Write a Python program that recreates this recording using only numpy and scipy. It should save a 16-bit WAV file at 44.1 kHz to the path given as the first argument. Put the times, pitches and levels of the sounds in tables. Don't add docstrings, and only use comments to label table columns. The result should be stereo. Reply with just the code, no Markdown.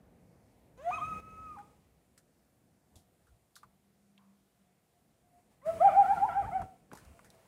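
import sys
import numpy as np
from scipy import signal
from scipy.fft import rfft, irfft, next_fast_len
from scipy.io import wavfile
from scipy.ndimage import uniform_filter1d

SR = 44100
rng = np.random.default_rng(int(sys.argv[2]) if len(sys.argv) > 2 else 0)


def generate_wav(signal):
    frames = np.transpose(np.atleast_2d(signal))
    scaled = np.clip(frames, -1, 1) * 32767
    pcm = np.round(scaled).astype(np.int16)
    wavfile.write(sys.argv[1], SR, pcm)


def volts_from_decibels(level):
    exponent = np.asarray(level, float) / 20
    return 10 ** exponent


N = 329427

# frequency in Hz, left minus right in dB, lead of the left in radians.
PORTS_WAVER = [(700, 1.8, .45), (1400, 2.5, -.4), (2000, 3, -2.2), (3000, 0, -4.6)]


def unit(x):
    return x / np.sqrt(np.mean(x ** 2))


def curve(rows, outside_db=-120):
    s, *columns = np.transpose(rows)
    return [np.interp(np.arange(N) / SR, s, c, outside_db, outside_db) for c in columns]


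def shape_db(points, hz):
    f, db = np.transpose(points)
    return np.interp(np.log(np.maximum(hz, 1)), np.log(f), db)


def walk(rate, size=N):
    k = int(SR / rate)
    steps = np.repeat(rng.standard_normal(size // k + 1), k)
    return 1.28 * uniform_filter1d(uniform_filter1d(steps, k), k)[:size]


def bumps(s, rows):
    middle, half, *sizes = np.transpose(rows)
    return np.array(sizes) @ np.exp(-((s - middle[:, None]) / half[:, None]) ** 2)


def noise(points, alike_hz, wind_hz, flicker_db, count):
    size = next_fast_len(N)
    hz = np.arange(1, size // 2 + 2) * SR / size
    alike = .75 / (1 + (hz / alike_hz) ** 2) / (1 + (wind_hz / hz) ** 2)
    white = rfft(rng.standard_normal((2, size)))
    mid, side = white * volts_from_decibels(shape_db(points, hz)) * np.sqrt([1 + alike, 1 - alike])
    late = np.exp(-2j * np.pi * hz * .00013)
    pair = np.array([mid + side, (mid - side) * late])
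    edges = np.geomspace(points[0][0], points[-1][0], count + 1)
    out = np.zeros((2, N))
    for a, b in zip(edges, edges[1:]):
        band = irfft(pair * ((hz >= a) & (hz < b)), size)[:, :N]
        out += volts_from_decibels(flicker_db * walk(9)) * band
    return unit(out)


def suppressor():
    # opens at in seconds, shuts at in seconds, hiss level in dB, last level in dB,
    # release time for 20 dB in seconds.
    openings = [
        (0.775, 0.896, -86, -75.5, .01),
        (0.89, 1.203, -74.5, -73, .012),
        (1.21, 1.604, -82, -81, 0.44),
        (5.36, 5.39, -100, -88, 0.042),
        (5.51, 5.53, -87, -86.5, 0.11),
        (5.665, 6.175, -68.5, -66.5, 0.55),
        (6.3, 6.649, -71, -77, 0.095),
        (6.68, 6.798, -82, -91, .02),
        (6.925, 7.256, -75.5, -81, 0.047),
        (7.312, 7.47, -79.5, -80.5, .05),
    ]
    opening_s, full_db = 0.027, -67
    t = np.arange(N) / SR
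    ramps = []
    for a, b, db, end_db, fade in openings:
        times = [a - 3 * opening_s, a, b, b + 3 * fade]
        ramps.append(np.interp(t, times, [db - 60, db, end_db, end_db - 60]))
    return np.max(ramps, axis=0) - full_db


def quiet_night():
    # frequency in Hz, level in dB per Hz.
    night_colour = [(210, -38), (350, -5), (480, -15), (727, -5.5), (850, -15), (1500, -15.5), (2300, -18),
                    (3700, -20), (6000, -21.5), (9000, -19), (11000, -21), (15600, -24)]
    return noise(night_colour, 650, 30, 1.1, count=10) * volts_from_decibels(-74.5)


def traffic_and_wind(gain_db):
    # frequency in Hz, level in dB per Hz.
    traffic_colour = [(65, -45), (110, -2.5), (184, -1), (419, -13.5), (465, -9), (553, -13), (811, -17.5),
                      (977, -23.5), (1570, -29.5), (2160, -25), (2600, -31), (3380, -57.5), (5720, -120)]
    # frequency in Hz, level in dB per Hz.
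    gust_colour = [(25, -27), (45, -5.5), (70, -1.5), (100, -4.5), (140, -20), (250, -33.5)]
    # time in seconds, level in dB.
    drift = [(0.0, -46.5), (0.85, -48), (1.4, -42), (1.77, -51), (1.95, -55), (3.0, -55.5), (3.55, -59),
             (4.1, -58), (4.8, -59.5), (5.35, -53.5), (6.0, -53.5), (6.5, -45.5), (6.85, -52), (7.47, -54)]
    # time in seconds, half width in seconds, added
    # rumble in dB, # added wind in dB.
    puffs = [(0.92, .03, 2, -6), (1.14, 0.033, 2.5, -2), (2.962, .03, 7, 17.5), (3.33, 0.074, -2.5, 17.5),
             (3.669, 0.067, 6, 11), (5.78, .04, 5.5, 5), (6.45, 0.053, 4.5, 12), (6.63, 0.047, 8, 15),
             (6.93, 0.019, 12, -3), (7.089, 0.078, -1, 11.5), (7.28, 0.042, 7, 7)]
    rumble_db = curve(drift)[0] + gain_db
    rumble_puff_db, wind_puff_db = bumps(np.arange(N) / SR, puffs)
    traffic = noise(traffic_colour, 2000, 40, 1.8, count=8) * volts_from_decibels(rumble_db + rumble_puff_db)
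    wind_db = -68.5 + 1.2 * (rumble_db + 63.5)
    return traffic + noise(gust_colour, 900, 41, 1.8, count=2) * volts_from_decibels(wind_db + wind_puff_db)


def hiss(gate_db):
    # frequency in Hz, level in dB per Hz.
    hiss_colour = [(300, -11), (500, -4.5), (1000, -7), (1600, -13.5), (2400, -12.5), (3500, -20),
                   (6000, -22), (9000, -18.5), (12000, -26), (16000, -26)]
    return noise(hiss_colour, 700, 30, 0.88, count=10) * volts_from_decibels(gate_db - 53.0)


def voice(s, hz, db, second_db, third_db, mouth, tremor_db):
    shake = [tremor_db * walk(45)[(s * SR).astype(int)] for _ in range(3)]
    second_db = second_db + shape_db(mouth, 2 * hz) + 2 * shake[1]
    third_db = third_db + shape_db(mouth, 3 * hz) + 2 * shake[2]
    return np.transpose([s, hz, db + shake[0], second_db, third_db])


def howl(notes, throat, jitter, rough, rasp_db):
    s, *columns = notes.T
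    i = np.arange(int(s[0] * SR), int(s[-1] * SR))
    size = len(i)
    hz, first_db, second_db, third_db = (uniform_filter1d(np.interp(i / SR, s, c), size=220) for c in columns)
    phase = 2 * np.pi * np.cumsum(hz * (1 + jitter * walk(120, size))) / SR
    effort_db = uniform_filter1d(np.maximum(second_db, third_db), size=2500)
    stack = volts_from_decibels(first_db) * np.sin(phase)
    overtones_db = [second_db, third_db] + [effort_db + shape_db(throat, k * hz) for k in range(4, 15)]
    for k, db in enumerate(overtones_db, 2):
        smear = np.minimum(rough * np.sqrt(k / 2), .95)
        blur = (walk(110, size) + 1j * walk(110, size)) / np.sqrt(2)
        flutter = np.sqrt(1 - smear ** 2) + smear * blur
        stack += volts_from_decibels(db) * np.imag(flutter * np.exp(1j * (k * phase + k * k)))
    air_hz = np.arange(size // 2 + 1) * SR / size
    breath = rfft(rng.standard_normal(size)) * volts_from_decibels(shape_db(throat, air_hz)) * (air_hz > 900)
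    air = unit(irfft(breath, size)) * volts_from_decibels(effort_db + rasp_db)
    out = np.zeros(N)
    out[i] = np.sqrt(2) * (stack + air) * signal.windows.tukey(size, 260 / size)
    return out


def rising_howl():
    # time in seconds, pitch in Hz, effort in dB, mouth brightness in dB.
    rise = [
        (0.775, 489.4, -51, -55),
        (0.799, 526, -35, -47.5),
        (0.84, 645, -37, -44),
        (0.875, 692, -23, -42),
        (0.901, 726, -21, -48),
        (0.905, 726, -28, -44),
    ]
    leap = [
        (0.914, 1170, -33, -46),
        (0.94, 1262, -35, -38),
        (0.976, 1287, -37, -39),
        (0.986, 1045, -31, -41),
        (1.001, 1050, -42, -42),
    ]
    hold = [
        (1.018, 1236, -29, -45),
        (1.046, 1256, -34.5, -40.5),
        (1.09, 1290, -41.5, -47),
        (1.14, 1252, -30, -47.5),
        (1.2, 1284, -44, -54.5),
        (1.44, 1280, -36.5, -56.5),
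        (1.552, 1205, -36.5, -57),
    ]
    fall = [
        (1.563, 1080, -38, -70),
        (1.574, 800, -37, -56),
        (1.615, 830, -39, -66),
        (1.63, 860, -65, -80),
    ]
    # frequency in Hz, level in dB.
    mouth = [(1050, -1), (1280, -12), (1480, -5), (1800, -2), (2150, -4), (2550, 0), (3150, -12),
             (3700, -28)]
    # frequency in Hz, level in dB.
    throat = [(1300, -4), (2000, -6), (2500, -14), (3200, -16), (4100, -19), (4800, -32), (5700, -29),
              (6400, -17), (7000, -21), (7700, -29), (8300, -34), (8900, -22), (10000, -42), (14000, -70)]
    at, *columns = np.vstack([rise, leap, hold, fall]).T
    s = np.arange(at[0], at[-1], 1 / 1000)
    hz, db, bright_db = (np.interp(s, at, c) for c in columns)
    line = voice(s, hz, db, bright_db, bright_db, mouth, tremor_db=2.5)
    return howl(line, throat, jitter=.002, rough=.3, rasp_db=-14)


def arrive(x, ports):
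    size = next_fast_len(N)
    f, db, lead = np.transpose(ports)
    hz = np.arange(size // 2 + 1) * SR / size
    half = volts_from_decibels(np.interp(hz, f, db) / 2) * np.exp(.5j * np.interp(hz, f, lead))
    both = np.maximum(abs(half + 1 / half) / 2, .45)
    return irfft(rfft(x, size) * np.array([half, 1 / half]) / both, size)[:, :N]


def yard(x):
    t60_s, level_db = 0.49, -5.5
    t = np.arange(int(.9 * SR)) / SR
    sparse = rng.random((3, len(t))) < .03
    shared, left, right = rng.standard_normal((3, len(t))) * sparse
    pair = np.array([shared + .45 * left, np.roll(shared, 4) + .45 * right])
    tail = unit(pair * volts_from_decibels(-60 * t / t60_s) * (t > .008))
    dull = signal.butter(1, 4000, fs=SR, output="sos")
    tail = signal.sosfilt(dull, tail / np.sqrt(len(t)))
    return volts_from_decibels(level_db) * signal.fftconvolve(x[None], tail, axes=1)[:, :N]


def ticks():
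    # time in seconds, peak in dB, ring in Hz, treble in dB, decay in seconds.
    touches = [(1.585, -56, 1430, -72.5, 0.084), (2.177, -65, 1600, -59, 0.09),
               (2.956, -69.5, 3574, -61.5, 0.22), (2.974, -74, 760, -84.5, 0.066),
               (3.268, -72, 1400, -78, 0.18), (3.555, -61.5, 4140, -57.5, 0.16),
               (3.563, -59, 1340, -58.5, 0.09), (3.631, -51.5, 1106, -69.5, 0.069),
               (4.178, -61.5, 3110, -75, 0.032), (4.181, -71, 1037, -93.5, 0.69),
               (5.514, -73, 836, -81.5, 0.076), (6.289, -48, 1395, -78, 0.052),
               (6.617, -41, 860, -61, 0.048), (6.915, -49.5, 1493, -85, 0.016),
               (6.932, -46.5, 880, -57.5, 0.032), (6.951, -57, 970, -62, 0.1),
               (6.972, -61.5, 1540, -62.5, 0.17), (7.049, -80, 1470, -67, 0.053),
               (7.192, -50.5, 1157, -70.5, 0.025), (7.245, -66.5, 1670, -67, 0.22),
               (7.302, -63, 3900, -60.5, 0.028), (7.349, -75, 790, -71.5, .03)]
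    # time in seconds, left minus right in dB.
    hand_pan = [(1.5, -4), (5.5, -2.5), (6.2, 1), (6.7, 3.5), (6.9, -14), (7.47, -9)]
    out, t = np.zeros((2, N + SR)), np.arange(int(.45 * SR)) / SR
    treble = signal.butter(2, [4000, 11500], "bandpass", fs=SR, output="sos")
    for s, db, hz, treble_db, t60 in touches:
        pan_db = np.interp(s, *np.transpose(hand_pan))
        grit = rng.standard_normal((4, len(t)))
        fade = volts_from_decibels(-60 * t / 0.014) + 1.23 * volts_from_decibels(-60 * t / np.clip(t60, .02, .6))
        fade = fade * np.minimum(t / 0.001, 1)
        ring = signal.butter(1, [hz / 1.2, hz * 1.2], "bandpass", fs=SR, output="sos")
        body = signal.sosfilt(np.vstack([ring, ring]), grit[0] + .6 * grit[1:3])
        scuff = signal.sosfilt(treble, grit[[1, 3]])
        sound = (unit(body) * volts_from_decibels(db) + unit(scuff) * volts_from_decibels(treble_db)) * fade
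        out[:, int(s * SR):int(s * SR) + len(t)] += sound * volts_from_decibels([[pan_db / 2], [-pan_db / 2]])
    return out[:, :N]


def far_engine():
    # time in seconds, level in dB.
    drone = [(3.5, -81), (3.556, -106.5), (3.62, -77.5), (4.044, -64.5), (4.462, -69.5), (4.542, -86),
             (4.618, -74.5), (4.7, -83)]
    phase = 2 * np.pi * np.cumsum(198 + 3 * walk(12)) / SR
    return np.sin(phase) * volts_from_decibels(curve(drone)[0] - 1 + 3.5 * walk(22))


def pack():
    # time in seconds, pitch in Hz, level in dB.
    answers = [
        [(4.5, 725.5, -103.5), (4.722, 717.5, -76.5), (4.742, 680, -99), (4.842, 728.9, -101),
         (4.97, 705, -79.5), (5.09, 715, -100), (5.398, 705, -67), (5.5, 710, -91)],
        [(7.1, 675, -76), (7.166, 685, -66), (7.212, 665.2, -91), (7.362, 661, -68), (7.47, 656, -83)],
    ]
    out = np.zeros(N)
    for note in answers:
        hz, db = curve(note)
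        blur = .7 + .5 * (walk(30) + 1j * walk(30))
        out += np.sqrt(2) * volts_from_decibels(db) * np.imag(blur * np.exp(2j * np.pi * np.cumsum(hz) / SR))
    return out


def wavering_howl():
    # start in seconds, start pitch in Hz, crest in seconds, crest pitch in Hz.
    swings = [
        (5.615, 480, 5.705, 660),
        (5.79, 510, 5.864, 806),
        (5.912, 570, 6.003, 812),
        (6.052, 672, 6.124, 808),
        (6.182, 678, 6.246, 812),
        (6.318, 664, 6.4, 811),
        (6.446, 572, 6.482, 920),
        (6.51, 610, 6.556, 765),
    ]
    crest_db = [-25.5, -16.5, -18, -22, -20.5, -19.5, -25.5, -18.5]
    swing_bright_db = [-45, -37, -40.5, -41, -37, -38.5, -40, -38.5]
    # place (0 start, 1 crest, 2 next start), level over the crest in dB.
    push = [(0, -25), (.3, -17), (.5, -7), (.7, -4), (.86, 0), (1.15, -4), (1.55, -11), (2, -25)]
    fresh_swings = [0, 1, 7]
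    fresh_push = [(0, -30), (.22, -7), (.5, -2), (.75, -3), (.95, 0)]
    # middle in seconds, half length in seconds.
    breaks = [
        (5.757, .036),
        (6.505, .007),
    ]
    # time in seconds, pitch jump in Hz, half width in seconds, fundamental in dB.
    slips = [
        (6.143, 170, .013, -3),
        (6.266, 215, .016, -6),
    ]
    # frequency in Hz, level in dB.
    chest = [(500, -12), (590, -9), (650, -1), (800, 0), (870, -5), (1000, -7)]
    # frequency in Hz, level in dB.
    mouth_away = [(1100, -9), (1350, -2), (1500, -9), (1620, -14.5), (1800, -28.5), (2050, -20),
                  (2400, -16), (2650, -38)]
    # frequency in Hz, level in dB.
    throat_away = [(900, -6), (1400, -1), (1700, -9), (2300, -7), (2700, -25), (3200, -21), (3600, -36),
                   (6000, -48), (14000, -80)]
    last_s, last_hz = 6.632, 665
    start, low_hz, crest, top_hz = np.transpose(swings)
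    s = np.arange(start[0], last_s, 1 / 1000)
    turn_s = np.append(np.ravel([start, crest], "F"), last_s)
    turn = np.interp(s, turn_s, np.arange(2 * len(start) + 1))
    k = np.minimum(turn // 2, len(start) - 1).astype(int)
    part = turn - 2 * k
    low = np.where(part < 1, low_hz[k], np.append(low_hz[1:], last_hz)[k])
    bend = np.sin(np.pi / 2 * part)
    height = np.where(part < 1, bend, bend ** 2)
    jump_hz, dip_db = bumps(s, np.array(slips)[:, [0, 2, 1, 3]])
    hz = low + (top_hz[k] - low) * height + jump_hz
    mute_db = -40 * sum(np.exp(-((s - middle) / half) ** 4) for middle, half in breaks)
    swing_db = np.interp(s, crest, crest_db)
    fresh = np.isin(k, fresh_swings) & (part < fresh_push[-1][0])
    fresh_db = np.interp(part, *np.transpose(fresh_push))
    push_db = np.where(fresh, fresh_db, np.interp(part, *np.transpose(push))) + dip_db
    first_db = swing_db + push_db + mute_db + shape_db(chest, hz)
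    bright_db = np.interp(s, start, swing_bright_db) + mute_db
    third_db = bright_db + 0.91 * (swing_db + push_db + 29)
    line = voice(s, hz, first_db, bright_db, third_db, mouth_away, tremor_db=2.24)
    return howl(line, throat_away, jitter=.004, rough=.6, rasp_db=-9)


def scene():
    ports_rise = [(700, 1, .2), (1270, 4, -1.9), (2500, -5, -4.3), (4000, -2, -5.4), (6400, -3, -7)]
    gate_db = suppressor()
    gain_db = np.maximum(gate_db, -16)
    first, second = rising_howl(), wavering_howl()
    high_notes = signal.butter(2, 1070, "highpass", fs=SR, output="sos")
    echoes = yard(volts_from_decibels(2.5) * signal.sosfilt(high_notes, first) + second)
    coyote = arrive(first, ports_rise) + arrive(second, PORTS_WAVER) + echoes
    background = quiet_night() + traffic_and_wind(gain_db) + hiss(gate_db) + far_engine()
    return coyote * volts_from_decibels(gain_db) + background + ticks() + arrive(pack(), PORTS_WAVER)


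def low_pass(x):
    return signal.sosfilt(signal.butter(12, 16470, fs=SR, output="sos"), x)


def record(dry):
    bass = signal.butter(2, 30, "highpass", fs=SR, output="sos")
    top = signal.ellip(8, .2, 70, 15700, fs=SR, output="sos")
    mix = signal.sosfilt(np.vstack([bass, top]), dry)
    return low_pass(mix)


dry = scene()
out = record(dry)
generate_wav(out)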